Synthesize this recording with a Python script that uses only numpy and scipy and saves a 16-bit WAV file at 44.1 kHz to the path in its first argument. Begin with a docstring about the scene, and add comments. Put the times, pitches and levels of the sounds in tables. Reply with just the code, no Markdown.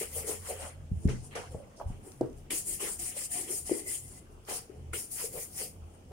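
"""Brushing a leather shoe

A horsehair brush buffs a leather shoe over a cloth-covered worktable, close to a phone on a stand.
Slipping bristles are random clicks, coloured into hiss, rasp and scrape; resonators make the shoe drone.
Knocks, block taps and table bumps are short sums of decaying modes; glove ticks are filtered noise.
Wavering sines hum as the stand, over a quiet room of random spectra."""
import sys
import numpy as np
from scipy import signal
from scipy.fft import rfft, irfft, next_fast_len
from scipy.io import wavfile
from scipy.ndimage import uniform_filter1d

SR = 44100
rng = np.random.default_rng(int(sys.argv[2]) if len(sys.argv) > 2 else 0)


def bounce(signal):
    """Save signal as a 16-bit WAV file at the path given by the first command-line argument."""
    frames = np.transpose(np.atleast_2d(signal))
    limited = np.clip(frames, -1, 1)
    pcm = np.round(limited * 32767).astype(np.int16)
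    wavfile.write(sys.argv[1], SR, pcm)


N = 269872  # length in samples
HOP = 64  # samples between points of a level envelope
RAMP_DB, RAMP_BEND = 18, 0.88  # what a rise or fall spans in dB, and how round its top is


def gain_of(db):
    """Amplitude factor of a level in dB."""
    return 10 ** (np.asarray(db) / 20)


def evened(x):
    """Scales each channel to an RMS of 1."""
    return x / np.sqrt(np.mean(x ** 2, -1, keepdims=True) + 1e-20)


def read(points, hz):
    """Reads a curve of (Hz, value) points along log frequency."""
    f, value = np.transpose(points)
    return np.interp(np.log(hz + 1), np.log(f + 1), value)


def coloured(x, db_of):
    """Filters x by a gain in dB for each frequency."""
    size = next_fast_len(N)
    gain = gain_of(db_of(np.fft.rfftfreq(size, 1 / SR)))
    return irfft(rfft(x, size) * gain, size)[..., :N]


def add(mix, s, sound):
    """Adds a sound to the mix at s seconds, cut off at the end."""
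    part = mix[..., round(s * SR):][..., :sound.shape[-1]]
    part += sound[..., :part.shape[-1]]


def resonate(x, hz, width):
    """Shifts the curve hz down to zero, smooths, and shifts back: a resonance of gain 1."""
    turn = np.exp(2j * np.pi * np.cumsum(hz * np.ones(N)) / SR) if np.ndim(hz) or x.shape[-1] == N \
        else np.exp(2j * np.pi * np.cumsum(hz * np.ones(x.shape[-1])) / SR)
    r = np.exp(-np.pi * width / SR)
    return 2 * (turn * signal.lfilter([1 - r], [1, -r], x / turn)).real


def resonate_twice(x, hz, width, second_width):
    """Two resonances in a row, for steeper skirts."""
    return resonate(resonate(x, hz, width), hz, second_width)


def drifting(noise, along_time, along_hz):
    """Smooths noise over (time, frequency) into patches with a spread of 1."""
    patches = uniform_filter1d(uniform_filter1d(noise, along_time, 1), along_hz, 0)
    return patches / patches.std()


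def swell(peak, rise, hold, fall, bend=RAMP_BEND):
    """Level in dB of each event over time: up a ramp, level, down a ramp."""
    t = np.arange(0, N + HOP, HOP) / SR
    peak, rise, hold, fall = (np.reshape(v, (-1, 1)) for v in (peak, rise, hold, fall))
    before = (peak - t) / np.maximum(rise, 1e-3)
    after = (t - peak - hold) / np.maximum(fall, 1e-3)
    away = np.maximum(np.maximum(before, after), 0)
    return -RAMP_DB * away ** bend


def per_sample(envelope):
    """Stretches an envelope from one point a hop to every sample."""
    return np.interp(np.arange(N), np.arange(len(envelope)) * HOP, envelope)


def summed(db, rest_db):
    """Events add in power over a resting level."""
    return per_sample(10 * np.log10((gain_of(db) ** 2).sum(0) + gain_of(rest_db) ** 2))


# Colour of the room tone. Each row: frequency in Hz, relative level in dB per Hz.
AIR_COLOUR = [(15, -35), (25, 0.5), (80, 1.5), (242, -2.5), (439, -11), (775, -12), (1440, -29.5),
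              (2990, -23), (3920, -34.5), (5280, -29), (7920, -30), (9320, -39.5), (11000, -53),
              (14800, -35), (16000, -45)]
# Likeness of the room tone in both ports. Each row: frequency in Hz, left-right correlation from -1 to 1.
AIR_LIKENESS = [(60, 0.87), (150, 0.94), (380, 0.91), (950, -0.53), (2380, -0.047), (5980, -0.045),
                (15000, -0.17)]


def air():
    """Room tone: random short-time spectra with drifting patches, partly alike in both ports."""
    level_db, patchy_db = -55.5, 1.5  # RMS level, and spread of the patches
    frames, hz = N // 256 + 5, np.fft.rfftfreq(1024, 1 / SR)
    a, b, c, d, noise = rng.standard_normal((frames, 513, 5)).T
    # the patches smooth over 12 bins and 14 frames
    patches = drifting(noise, 14, 12)
    same = np.clip(read(AIR_LIKENESS, hz), -1, 1)[:, None]
    left = a + 1j * b
    right = same * left + np.sqrt(1 - same ** 2) * (c + 1j * d)
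    spectra = np.array([left, right]) * gain_of(read(AIR_COLOUR, hz)[:, None] + patchy_db * patches)
    tone = signal.istft(spectra, nperseg=1024, noverlap=768)[1][:, :N]
    return gain_of(level_db) * evened(tone)


# Swells of shaking. Each row: peak time in seconds, rise in seconds, fall in seconds,
# first stand mode in dB, second mode in dB, slow sway in dB.
SHAKE_SWELLS = [(.18, 0.17, 0.13, -43.5, -53, -51), (.41, 0.11, 0.086, -45, -61, -63),
                (.62, 0.46, .25, -48, -68, -58), (0.842, 0.29, 0.12, -45.5, -51, -50),
                (.975, .08, 0.038, -31, -45, -56), (1.085, .03, 0.14, -36, -31.5, -36),
                (1.25, 0.074, 0.39, -51, -60, -56), (1.51, 0.074, 0.1, -43, -50, -51),
                (1.89, 0.061, 0.096, -39.5, -41.5, -36.5), (2.24, 0.053, 0.031, -46, -36, -63),
                (2.358, 0.16, 0.31, -52, -59, -47.5), (2.72, .1, 0.076, -57, -74, -50.5),
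                (2.99, .05, 0.14, -50.5, -75, -70), (3.31, .07, 0.065, -52.5, -72, -74),
                (3.65, 0.17, 0.067, -51, -72, -57), (3.84, .1, 0.07, -55, -66, -72),
                (4.07, 0.17, 0.091, -49.5, -52, -55), (4.37, 0.36, .1, -55.5, -69, -52),
                (4.82, 0.16, 0.13, -48.5, -55, -62), (4.92, 0.18, .07, -41, -50.5, -48),
                (5.3, 0.25, .4, -62, -75, -58), (5.83, 0.13, .15, -43, -56, -52),
                (6.12, 0.13, .1, -46, -56, -59)]
# The three modes between swells: levels in dB.
STILL_LEVELS = (-70, -71.5, -67.5)


def shaking():
    """Level of each stand mode over time, as the swells of shaking add in power."""
    s, rise, fall, *modes = np.transpose(SHAKE_SWELLS)[..., None]
    return [summed(db + swell(s, rise, 0, fall), still) for db, still in zip(modes, STILL_LEVELS)]


# Low modes of the stand. Each row: pitch in Hz, RMS pitch waver in Hz.
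STAND_MODES = [(81.25, 5.73), (128.5, 9), (34.06, 8.24)]


def stand():
    """Shaking keeps the low modes humming, pitch wavering; the two ends of the phone move a little apart."""
    out = np.zeros((2, N))
    for db, (hz, waver_hz) in zip(shaking(), STAND_MODES):
        noise = rng.standard_normal((2, N))
        waver, apart = evened(uniform_filter1d(uniform_filter1d(noise, 2000), 2000))
        turns = np.cumsum(hz + waver_hz * waver) / SR + rng.random()
        phase_apart = np.outer([1, -1], 0.16 * apart)  # radians
        # the root of 2 makes the levels RMS
        out += np.sqrt(2) * gain_of(db) * np.sin(2 * np.pi * turns + phase_apart)
    return out


# Bumps through the table. Each row: start in seconds, peak in dB, contact time in seconds.
TABLE_BUMPS = [(0.915, -20.5, 0.0062), (1.053, -11.5, 0.0045), (1.078, -24.5, 0.0063), (1.544, -32, 0.0058),
               (1.856, -28.5, 0.0114), (1.901, -31, 0.0049)]
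# Modes of the table top. Each row: pitch in Hz, relative level in dB, t60 in seconds.
TABLE_MODES = [(40, -5, 0.063), (84.7, 3.5, 0.077), (131, -13, 0.1), (190, 2.5, 0.028), (252, -28, 0.11),
               (346, -4, 0.027)]


def bumps():
    """A soft push of given contact time rings the table top."""
    out, t = np.zeros(N), np.arange(SR // 2) / SR
    ring = -sum(gain_of(db - 60 * t / t60) * np.sin(2 * np.pi * hz * t) for hz, db, t60 in TABLE_MODES)
    for s, db, contact in TABLE_BUMPS:
        push = np.diff(np.hanning(max(round(contact * SR), 8)))  # felt as velocity
        bump = signal.oaconvolve(ring, push)
        add(out, s, gain_of(db) * bump / abs(bump).max())
    return out


# Dry ticks of the thin glove. Each row: start in seconds, level in dB before the filter.
GLOVE_TICKS = [(1.076, -39.5), (2.1188, -43.5), (2.2108, -40), (2.258, -57), (2.2987, -57), (2.3294, -52),
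               (4.4506, -47), (5.1103, -53)]


def ticks():
    """Each tick is a quickly dying burst of noise, filtered bright."""
    out, t = np.zeros((2, N)), np.arange(SR // 50) / SR
    for s, db in GLOVE_TICKS:
        add(out, s, gain_of(db - 60 * t / 0.019) * rng.standard_normal((2, len(t))))
    return resonate(out, 6000, 2400)


# The edge of the wooden brush block taps the leather.
# Each row: start in seconds, level in dB on top of the partials, pitch in Hz, t60 in seconds.
BLOCK_TAPS = [(2.507, -27, 2350, 0.022), (4.934, -28.5, 1420, 0.039)]
# Partials of the block. Each row: multiple of the pitch, relative level in dB.
BLOCK_PARTIALS = [(1, -4), (1.5, -9.5), (2.2, -27)]


def taps():
    """The brush block rings short and high, all its partials dying together."""
    out, t = np.zeros(N), np.arange(SR // 10) / SR
    for s, db, hz, t60 in BLOCK_TAPS:
        ring = sum(gain_of(level) * np.sin(2 * np.pi * k * hz * t) for k, level in BLOCK_PARTIALS)
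        add(out, s, gain_of(db - 60 * t / t60) * ring)
    return out


# Knocks on the shoe. Each row: start in seconds, peak in dB before panning, pitch in Hz, t60 in seconds,
# left-right difference in dB, hardness in dB per octave, rise in seconds.
SHOE_KNOCKS = [(0.242, -37.5, 440, 0.077, 6, -21, 0.0034), (0.294, -32, 426, 0.047, 12, -8, 0.0032),
               (1.354, -48, 446, 0.034, -7, -9, 0.0012), (1.546, -34, 465, 0.074, 5.5, -1, 0.0015),
               (1.601, -46.5, 570, 0.081, -8, -28, 0.002), (1.8, -34, 718, 0.064, 4, 7, 0.00087),
               (1.81, -28, 634, 0.05, -4.5, -1, 0.0033), (2.21, -15.5, 353.4, 0.041, -3, 5, 0.0046),
               (2.506, -43, 298, 0.092, 15, -20, .001), (3.695, -29.5, 427, 0.04, 7, 3, 0.0015),
               (3.712, -17, 351.5, 0.043, 3.5, -5.5, 0.011), (3.732, -41, 342, 0.051, -11, -3, 0.0027),
               (4.487, -35, 455, 0.035, -5, 15, 0.00098), (4.696, -42, 389, 0.074, 8, -22, 0.0028),
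               (4.94, -38.5, 432, 0.046, 8, -29, 0.0027), (5.238, -34.5, 459, 0.1, 9.5, -22, 0.0045)]
# Modes of the hollow shoe. Each row: multiple of the pitch, relative level in dB, share of the t60.
SHOE_MODES = [(.42, -34, 1), (1.001, 7, 0.58), (1.34, 5.5, 0.47), (1.698, -3, 0.51), (2.4, -27, 0.97),
              (2.9, -36, 0.5), (3.9, -57, 0.44)]


def knocks():
    """The shoe rings briefly at its modes; a harder blow wakes the upper ones."""
    out, t = np.zeros((2, N)), np.arange(SR // 4) / SR
    for s, db, hz, t60, pan_db, hard_db, rise in SHOE_KNOCKS:
        ring = 0
        for k, level, share in SHOE_MODES:
            mode_db = level + hard_db * np.log2(max(k, 1)) - 60 * t / (share * t60)
            ring = ring + gain_of(mode_db) * np.sin(2 * np.pi * k * hz * t)
        ring = ring * (1 - np.exp(-2 * t / max(rise, 1e-4))) ** 2
        pan = gain_of([[pan_db / 2], [-pan_db / 2]])
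        add(out, s, gain_of(db) * ring / abs(ring).max() * pan)
    return out


def slips(per_s, spread_db):
    """Bristle tips catch and let go: clicks of random sign, a few large; each port hears other tips."""
    size = gain_of(spread_db * np.minimum(rng.exponential(1, (2, N)), 5))
    return size * rng.choice([-1., 1.], (2, N)) * (rng.random((2, N)) < per_s / SR)


def patchy(x, patchy_db):
    """The colour shifts in patches as other parts of the brush meet other parts of the shoe."""
    z = signal.stft(x, nperseg=256)[2]
    patches = drifting(rng.standard_normal(z.shape[1:]), 10, 5)
    return evened(signal.istft(z * gain_of(patchy_db * patches), nperseg=256)[1][:, :N])


# Brush strokes. Each row: start in seconds, rise in seconds, hold in seconds, fall in seconds, hiss in dB,
# airy top in dB re hiss, dig peak in seconds after the start, dig fall in seconds, scrape in dB,
# low rasp in dB, drone peak in seconds after the start, hollow drone in dB, hollow pitch in Hz,
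# growth of the hiss over the hold in dB, drone fall in seconds, lower hiss in dB re hiss,
# ring of the upper in dB re hiss.
BRUSH_STROKES = [ (0.0, 0.00033, 0.029, 0.078, -41.5, -3.5, 0.017, 0.08, -47, -52, 0.018, -39.5, 410, -1.5, 0.054, -14, -24),
                 (0.089, 0.077, 0.038, 0.058, -42, -1.5, 0.067, 0.19, -53, -58.5, 0.086, -41, 512, -1, 0.082, -16, -27),
                 (0.238, 0.044, 0.037, .1, -40, -6, 0.067, 0.092, -46, -48.5, 0.051, -38.5, 438, -1, 0.083, -16, -20),
                 (0.418, 0.08, 0.0086, 0.093, -42, -7, 0.067, 0.24, -50.5, -54.5, 0.091, -35, 482, -2.5, .06, -18, -28),
                 (0.548, 0.057, 0.082, 0.054, -50, -14, 0.083, 0.098, -51, -46, 0.072, -44, 560, -3.5, 0.11, -15, -5),
                 (2.503, 0.0027, 0.084, 0.068, -38, -7, 0.0067, 0.074, -39, -49.5, 0.025, -42.5, 372, 1.5, 0.063, -16.5, -26),
                 (2.638, 0.036, 0.072, 0.073, -40, -5.5, 0.069, 0.1, -51, -66, .05, -50, 368, -0.5, 0.079, -23, -28),
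                 (2.79, 0.02, 0.12, 0.075, -40.5, -7, 0.053, 0.099, -41.5, -44, 0.043, -40.5, 400, -3, 0.075, -19.5, -26),
                 (2.985, 0.0089, 0.11, 0.046, -42, -6.5, 0.046, 0.21, -53.5, -62.5, 0.035, -51.5, 320, -0.5, 0.053, -17.5, -20.5),
                 (3.131, 0.038, 0.09, 0.035, -41.5, -8, 0.054, 0.084, -48.5, -57.5, 0.038, -46, 536, 1, 0.058, -19, -27),
                 (3.29, 0.03, 0.1, 0.078, -40, -8, 0.08, 0.14, -48.5, -59.5, 0.095, -48, 338, -1.5, 0.16, -19.5, -14),
                 (3.458, 0.049, 0.083, 0.061, -39, -8, 0.035, 0.1, -50, -57.5, .05, -43.5, 394, -0.5, 0.08, -25, -25),
                 (3.641, 0.023, 0.14, 0.051, -44, -10.5, 0.07, 0.18, -52, -63, 0.11, -39.5, 355, 0, 0.081, -18, -18),
                 (3.838, .047, 0.069, 0.11, -39.5, -8, 0.086, 0.098, -48, -67, 0.029, -48.5, 373, -1, 0.1, -27, -31),
                 (4.05, .03, 0.11, 0.045, -57, -10, 0.097, .12, -66, -69, .09, -80, 370, -1, .12, -15, -20),
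                 (4.471, 0.026, 0.074, 0.062, -44, -5, 0.036, 0.097, -46.5, -44.5, 0.034, -43, 470, 0, 0.082, -6.5, -12.5),
                 (4.93, 0.005, 0.067, 0.09, -42.5, -5, 0.013, 0.074, -45, -50.5, 0.018, -47, 385, 2.5, 0.06, -15, -26),
                 (5.095, 0.023, 0.14, 0.058, -43, -3, 0.099, .08, -45.5, -50, 0.13, -51, 464, 5, 0.11, -15, -24),
                 (5.3, .03, .1, 0.063, -46.5, -1, 0.077, 0.1, -52.5, -57, 0.058, -42.5, 471, 5.5, 0.082, -15.5, -21),
                 (5.498, 0.083, 0.067, 0.063, -44, -2.5, 0.11, 0.075, -48.5, -54, 0.12, -44, 450, -0.5, 0.066, -11.5, -14.5),
                 ]
# Slides of the gloved hand in and on the shoe, and the shoe droning on after the knock at 2.21 s, with the
# columns of the strokes.
HAND_SLIDES = [ (.93, 0.12, 0.006, 0.038, -60, -14, 0.065, 0.17, -76, -69, 0.13, -45.5, 338, -0.21, .1, -14, -12),
               (1.081, 0.011, 0.021, 0.16, -58.5, -32, 0.0091, 0.088, -48.5, -47, 0.008, -39.5, 389, -2.3, 0.083, 3, -3),
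               (1.2, 0.05, 0.024, 0.052, -57.5, -15, .05, 0.12, -78, -67, 0.031, -72, 433, -0.32, .1, -17, -12),
               (1.309, .002, 0.023, .03, -70, -14, .022, 0.064, -47.5, -52, 0.017, -59, 410, -0.39, 0.086, -19, -5),
               (1.351, 0.0033, 0.011, .14, -50.5, -40, 0.014, .1, -45, -40, 0.0074, -41, 465, -2.3, 0.092, -2, 5),
               (1.5, 0.02, .005, 0.13, -60.5, -12, .046, 0.3, -71, -67, 0.055, -50, 516, -0.23, 0.18, -25, -5),
               (1.749, 0.022, 0.03, .04, -67, -20, .068, 0.039, -70, -45.5, 0.061, -50, 570, 0.21, 0.11, 0.5, -11),
               (1.85, 0.03, 0.022, 0.13, -67, -11, .07, 0.45, -71, -67.5, 0.088, -61, 332, 0, 0.12, -10, 5),
               (2.0, 0.063, 0.012, 0.19, -59.5, -7, 0.044, 0.19, -78, -66, .068, -50.5, 360, -0.28, 0.086, -19, -6),
               (2.211, 0.011, .02, .1, -81, -37, 0.01, 0.074, -85, -58, 0.018, -34.5, 349, 0, 0.085, -14, 21),
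               (2.34, 0.036, .01, 0.075, -68, -6, 0.096, 0.11, -77, -68, .04, -67, 354, 0, .1, -10, -1),
               (4.29, 0.028, .01, 0.045, -72, -8, 0.046, 0.27, -87, -67, 0.025, -61, 400, 0, .1, -12, 1),
               (4.68, .05, 0.06, 0.11, -77, -13, 0.042, 0.26, -73, -69, 0.069, -53.5, 415, 0.19, 0.1, -12, 7),
               (5.8, .14, 0.016, 0.058, -72.5, -13, 0.094, 0.096, -86, -73, 0.12, -82, 383, 0, 0.12, -27, -12),
               (6.03, 0.089, .05, .05, -75, -10, 0.11, .08, -68, -70, 0.093, -45.5, 477, 0, 0.053, -14, 0),
               ]
# Scrape and hollow all through a stroke: levels in dB re hiss.
UNDER_HISS = (-25.5, -39)
# A hand that only holds the shoe: hiss, airy top, lower hiss, upper, rasp, scrape and hollow in dB.
RESTING_LEVELS = (-80, -84, -100, -95, -71.5, -84, -67)


def pressure():
    """Each stroke lands, sweeps and lifts; at one moment the tips dig in, at one the shoe drones."""
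    dig_rise, drone_rise = 0.58, 0.44  # rise of a dig or drone as a share of its fall
    dig_bend = 1.3  # digs and drones have flatter tops and firmer edges
    columns = np.transpose(BRUSH_STROKES + HAND_SLIDES)[..., None]
    (s, rise, hold, fall, hiss, airy, dig, dig_fall, scrape, rasp,
     drone, hollow, hz, grow, drone_fall, dull, upper) = columns
    t = np.arange(0, N + HOP, HOP) / SR
    along = np.clip((t - s - rise) / (abs(hold) + 1e-3), 0, 1)
    sweep = hiss + swell(s + rise, rise, abs(hold), fall) + grow * (along - .5)
    # once landed, the brush stays down far longer than a dig or drone
    landed = np.minimum(swell(s + rise, rise, 9, 1) + RAMP_DB / 2, 0)
    digging = landed + swell(s + dig, dig_rise * dig_fall, 0, dig_fall, dig_bend)
    droning = hollow + landed + swell(s + drone, drone_rise * drone_fall, 0, drone_fall, dig_bend)
    scrape_under, hollow_under = UNDER_HISS
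    layers = [sweep, sweep + airy, sweep + dull, sweep + upper, rasp + digging,
              np.vstack([scrape + digging, sweep + scrape_under]),
              np.vstack([droning, sweep + hollow_under])]
    # the hollow pitch follows the loudest event
    loudest = np.maximum(droning, sweep + hollow_under).argmax(0)
    pitch = per_sample(uniform_filter1d(hz[loudest, 0], 15))
    return [summed(db, rest) for db, rest in zip(layers, RESTING_LEVELS)] + [pitch]


# Thin squeak. Each row: time in seconds, level in dB.
SQUEAK_LEVEL = [(3.65, -90), (3.694, -62), (3.766, -65), (3.826, -80), (3.874, -48.5), (3.95, -69),
                (4.06, -62.5), (4.092, -88), (4.183, -73), (4.3, -96)]


def squeak(coarse):
    """A narrow resonance picks a thin squeak out of the coarse slips."""
    s, db = np.transpose([(0, -120)] + SQUEAK_LEVEL + [(4.35, -120)])
    level_db = np.interp(np.arange(N) / SR, s, db)
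    return gain_of(level_db) * evened(resonate_twice(coarse, 2050, 70, 140))


# Colours of hiss, airy top, scrape and rasp. Each row: frequency in Hz, relative level in dB per Hz.
HISS_COLOUR = [(2240, -27), (3800, -30.5), (4880, -11.5), (6100, -14), (6940, -2), (7980, -1), (9160, 4),
               (9780, 1.5), (10900, -14.5), (11500, -15.5), (15000, -72), (22000, -120)]
AIRY_COLOUR = [(6180, -73), (10500, -0.5), (13200, -0.5), (14900, -2), (15500, -2), (16000, -3)]
SCRAPE_COLOUR = [(1200, -80), (1600, -22), (1750, -4), (2050, 2), (2300, -0.5), (3180, 0), (3740, -12),
                 (4300, -6), (5000, -40)]
RASP_COLOUR = [(600, -5.5), (850, -0.5), (1250, 0), (1600, -4), (2200, -31)]
# Resonances of the hollow shoe. Each row: multiple of the hollow pitch, width in Hz, relative level in dB.
HOLLOW_MODES = [(1, 120, 13.5), (1.5, 22, 5)]


def rubbing():
    """Fine slips hiss, coarser ones scrape and rasp, and the drag shakes the air inside the shoe."""
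    hiss_db, airy_db, dull_db, upper_db, rasp_db, scrape_db, hollow_db, hz = pressure()
    fine = patchy(slips(per_s=20000, spread_db=2.5), patchy_db=2.05)
    coarse = patchy(slips(per_s=8000, spread_db=2.0), patchy_db=3.5)
    drag = slips(per_s=2500, spread_db=2.0)
    drag = drag + .5 * drag[::-1]  # long waves reach both ports alike

    hiss = evened(coloured(fine, lambda f: read(HISS_COLOUR, f)))
    airy = evened(coloured(fine, lambda f: read(AIRY_COLOUR, f)))
    dull = evened(resonate_twice(fine, 5490, 3000, 3000))  # the lower part of the hiss
    scrape = evened(coloured(coarse, lambda f: read(SCRAPE_COLOUR, f)))
    rasp = evened(coloured(coarse, lambda f: read(RASP_COLOUR, f)))
    hollow = evened(sum(gain_of(db) * resonate_twice(drag, k * hz, w, 2 * w) for k, w, db in HOLLOW_MODES))
    upper = evened(resonate_twice(drag, 720, 46, 92))  # the leather upper rings at one pitch

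    bristles = gain_of(hiss_db) * hiss + gain_of(airy_db) * airy + gain_of(dull_db) * dull
    bristles = np.sqrt(2) * bristles  # unrelated ports sum in power
    grating = gain_of(scrape_db) * scrape + gain_of(rasp_db) * rasp
    shoe = gain_of(hollow_db) * hollow + gain_of(upper_db) * upper
    return bristles + grating + shoe + squeak(coarse)


# Decay of the room. Each row: frequency in Hz, t60 in seconds.
ROOM_DECAY = [(100, 0.42), (400, 0.31), (1500, 0.42), (8000, 0.27)]


def room(x):
    """Sparse echoes of random sign, one in every 20 samples, each band dying at its own speed."""
    echoes = np.zeros((2, SR // 2))
    at = np.arange(300, SR // 2 - 20, 20) + rng.integers(0, 20, (2, (SR // 2 - 301) // 20))
    np.put_along_axis(echoes, at, rng.choice([-1., 1.], at.shape), 1)
    hz, t, z = signal.stft(echoes, SR, nperseg=256)
    decay = gain_of(-60 * t / read(ROOM_DECAY, hz)[:, None])
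    tail = signal.istft(z * decay, SR, nperseg=256)[1]
    return signal.fftconvolve(x, tail / np.linalg.norm(tail[0]), axes=1)[:, :N]


def scene():
    """Mixes all sources; each close sound sends its own share into the room."""
    hits, rub, thuds, block = knocks() + ticks(), rubbing(), bumps(), taps()
    sends = gain_of(-9) * hits + gain_of(-15.5) * rub + gain_of(-5.5) * thuds + gain_of(-17) * block
    return hits + block + rub + thuds + room(sends) + stand() + air()


# Colour of the two microphone ports. Each row: frequency in Hz, left-right difference in dB.
PORT_COLOUR = [(60, 4.5), (92, -3.5), (140, 2), (210, -3), (330, 5.5), (500, 0.5), (770, -2.5), (1170, 0.5),
               (1790, 2), (2740, 0.5), (4190, 0.5), (6410, -6.5), (9810, 9.5), (15000, -2.5)]


def record(dry):
    """Each port has its own colour, the deepest bass is cut; then the band limit."""
    ports = coloured(dry, lambda f: np.outer([.5, -.5], read(PORT_COLOUR, f)))
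    ports = signal.sosfilt(signal.butter(2, 30, "high", fs=SR, output="sos"), ports)
    band_limit = signal.firwin(1023, 15850, window=("kaiser", 9), fs=SR)  # cutoff in Hz
    return signal.oaconvolve(ports, band_limit[None], "same")


dry = scene()
out = record(dry)
bounce(out)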